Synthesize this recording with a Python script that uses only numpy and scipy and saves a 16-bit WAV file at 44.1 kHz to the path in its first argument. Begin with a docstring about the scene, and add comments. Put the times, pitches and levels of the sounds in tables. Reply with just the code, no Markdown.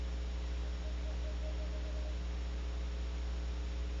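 """A distant owl gives one soft trill: ten short hoots that speed up like a bouncing ball, swell, ease off.
Each hoot is a pure tone arching in level and pitch, drawn out by close reflections, blurred by the woods.
It is heard at night from inside a tree cavity, through a nest camera
whose own steady hiss and mains hum lie over everything."""
import sys
import numpy as np
from scipy import signal
from scipy.fft import rfft, irfft, next_fast_len
from scipy.io import wavfile
from scipy.ndimage import map_coordinates

SR = 44100
rng = np.random.default_rng(int(sys.argv[2]) if len(sys.argv) > 2 else 0)


def pcm_store(signal):
    """Save signal as 16-bit PCM."""
    levels = np.round(np.clip(np.atleast_2d(signal), -1, 1) * 32767)
    wavfile.write(sys.argv[1], SR, levels.astype(np.int16).T)


N = 176400  # 4 s


def amp(db):
    """dB to gain."""
    return 10 ** (np.asarray(db) / 20)


def unit(x):
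    """Scale to rms 1."""
    return x / np.sqrt(np.mean(x ** 2) + 1e-20)


def wobble(knots_per_s):
    """Smooth random curve."""
    knots = rng.standard_normal(int(N * knots_per_s / SR) + 4)
    return map_coordinates(knots, [np.arange(N) * knots_per_s / SR])


def filtered(x, response):
    """Apply response(f/Hz) to x."""
    size = next_fast_len(N + SR // 2)
    return irfft(rfft(x, size) * response(np.fft.rfftfreq(size, 1 / SR)), size)[:N]


def noise(spectrum):
    """Noise of rms 1, shaped by (f/Hz, level/dB) points on a log axis."""
    f_hz, db = np.transpose(spectrum)
    white = rng.standard_normal(N)
    return unit(filtered(white, lambda hz: amp(np.interp(np.log(hz + 1), np.log(f_hz + 1), db))))


def hiss():
    """Microphone noise floor: low rumble, broad hiss, faint narrow whine, a trace of sizzle on top."""
    # relative noise densities: f/Hz, level/dB
    rumble_shape = [(10, -12.5), (20, -13), (36, -3), (65, 3.5), (100, -4), (180, -9.5), (300, -11),
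                    (500, -13.5), (750, -18), (1200, -27), (3000, -50)]
    hiss_shape = [(100, -2.5), (900, 2), (2000, 0.5), (3950, -1), (4100, -4.5), (5100, -6.5), (5750, -6.5),
                  (6000, -11), (6280, -13), (6450, -6), (7300, -11)]
    sizzle_shape = [(8600, -72.5), (8760, -1.5), (9100, -11), (9450, -13.5), (9700, -23.5)]
    rumble_db, hiss_db, sizzle_db = -53.5, -54.5, -90
    whine_hz, whine_width_hz, whine_db = 5477, 190, -69.5
    cutoff_hz = 7320
    white = rng.standard_normal(N)
    whine = unit(filtered(white, lambda hz: 1 / (1 + 2j * (hz - whine_hz) / whine_width_hz)))
    floor = amp(rumble_db) * noise(rumble_shape) + amp(hiss_db) * noise(hiss_shape)
    floor += amp(whine_db) * whine
    return filtered(floor, lambda hz: hz < cutoff_hz) + amp(sizzle_db) * noise(sizzle_shape)


def mains_hum():
    """Strong, slightly wavering fundamental; odd harmonics dent each crest into a soft buzz."""
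    # odd mains harmonics: multiple, rms level/dB
    harmonics = [(1, -38), (3, -57), (5, -60.5), (7, -61), (9, -64), (11, -68), (13, -76), (15, -79),
                 (17, -78.5), (19, -78.5), (21, -82.5)]
    mains_hz, waver_db = 60, -0.2
    phase = 2 * np.pi * (mains_hz * np.arange(N) / SR + rng.random())
    fundamental, *buzz = [amp(db) * np.cos(k * phase) for k, db in harmonics]
    waver = amp(waver_db * wobble(knots_per_s=7.2))
    return np.sqrt(2) * (fundamental - sum(buzz)) * waver


def owl():
    """Pure-tone hoots: level and pitch rise and fall with effort; reflections draw each one out."""
    # hoots: t/s, length/s, level/dB, f/Hz
    hoots = [(0.61, 0.084, -53, 606), (.824, .088, -48, 617), (1.029, .1, -47, 620),
             (1.23, 0.089, -45.5, 618), (1.407, .1, -44.5, 619), (1.576, 0.084, -45.5, 617),
             (1.712, 0.072, -46, 616), (1.826, 0.094, -47.5, 618), (1.930, 0.082, -48, 619),
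             (2.036, 0.079, -46.5, 614)]
    arch_hz, quaver_hz = 14, 5
    linger_s, linger_share, echo_db = 0.035, 0.5, -15
    t, trill = np.arange(N) / SR, np.zeros(N)
    quaver = quaver_hz * wobble(knots_per_s=70)
    pole = np.exp(-1 / (linger_s * SR))
    for start_s, length_s, db, hz in hoots:
        effort = np.sin(np.pi * np.clip((t - start_s) / length_s, 0, 1))
        pitch_hz = hz + arch_hz * (effort - np.pi / 4) + quaver
        linger = signal.lfilter([1 - pole], [1, -pole], effort)  # close reflections
        envelope = (1 - linger_share) * effort + linger_share * linger
        hoot = amp(db) * envelope * np.sin(2 * np.pi * np.cumsum(pitch_hz) / SR)
        trill += hoot + amp(echo_db) * woods_echo(hoot)
    return trill


def woods_echo(x, t60_s=0.42, delay_s=0.02):
    """Diffuse echo from the trunks, at the rms of x."""
    t = np.arange(SR // 2) / SR
    tail = rng.standard_normal(len(t)) * np.exp(-np.log(1000) * t / t60_s) * (t > delay_s)
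    echo = signal.fftconvolve(x, tail)[:N]
    return unit(echo) * np.sqrt(np.mean(x ** 2))


def scene():
    """Far owl under the camera's hiss and hum; mono."""
    return (hiss() + mains_hum() + owl())[None]


def record(dry):
    """Camera band limit: brick-wall low-pass."""
    cutoff_hz = 9690
    return np.array([filtered(channel, lambda hz: hz < cutoff_hz) for channel in dry])


dry = scene()
out = record(dry)
pcm_store(out)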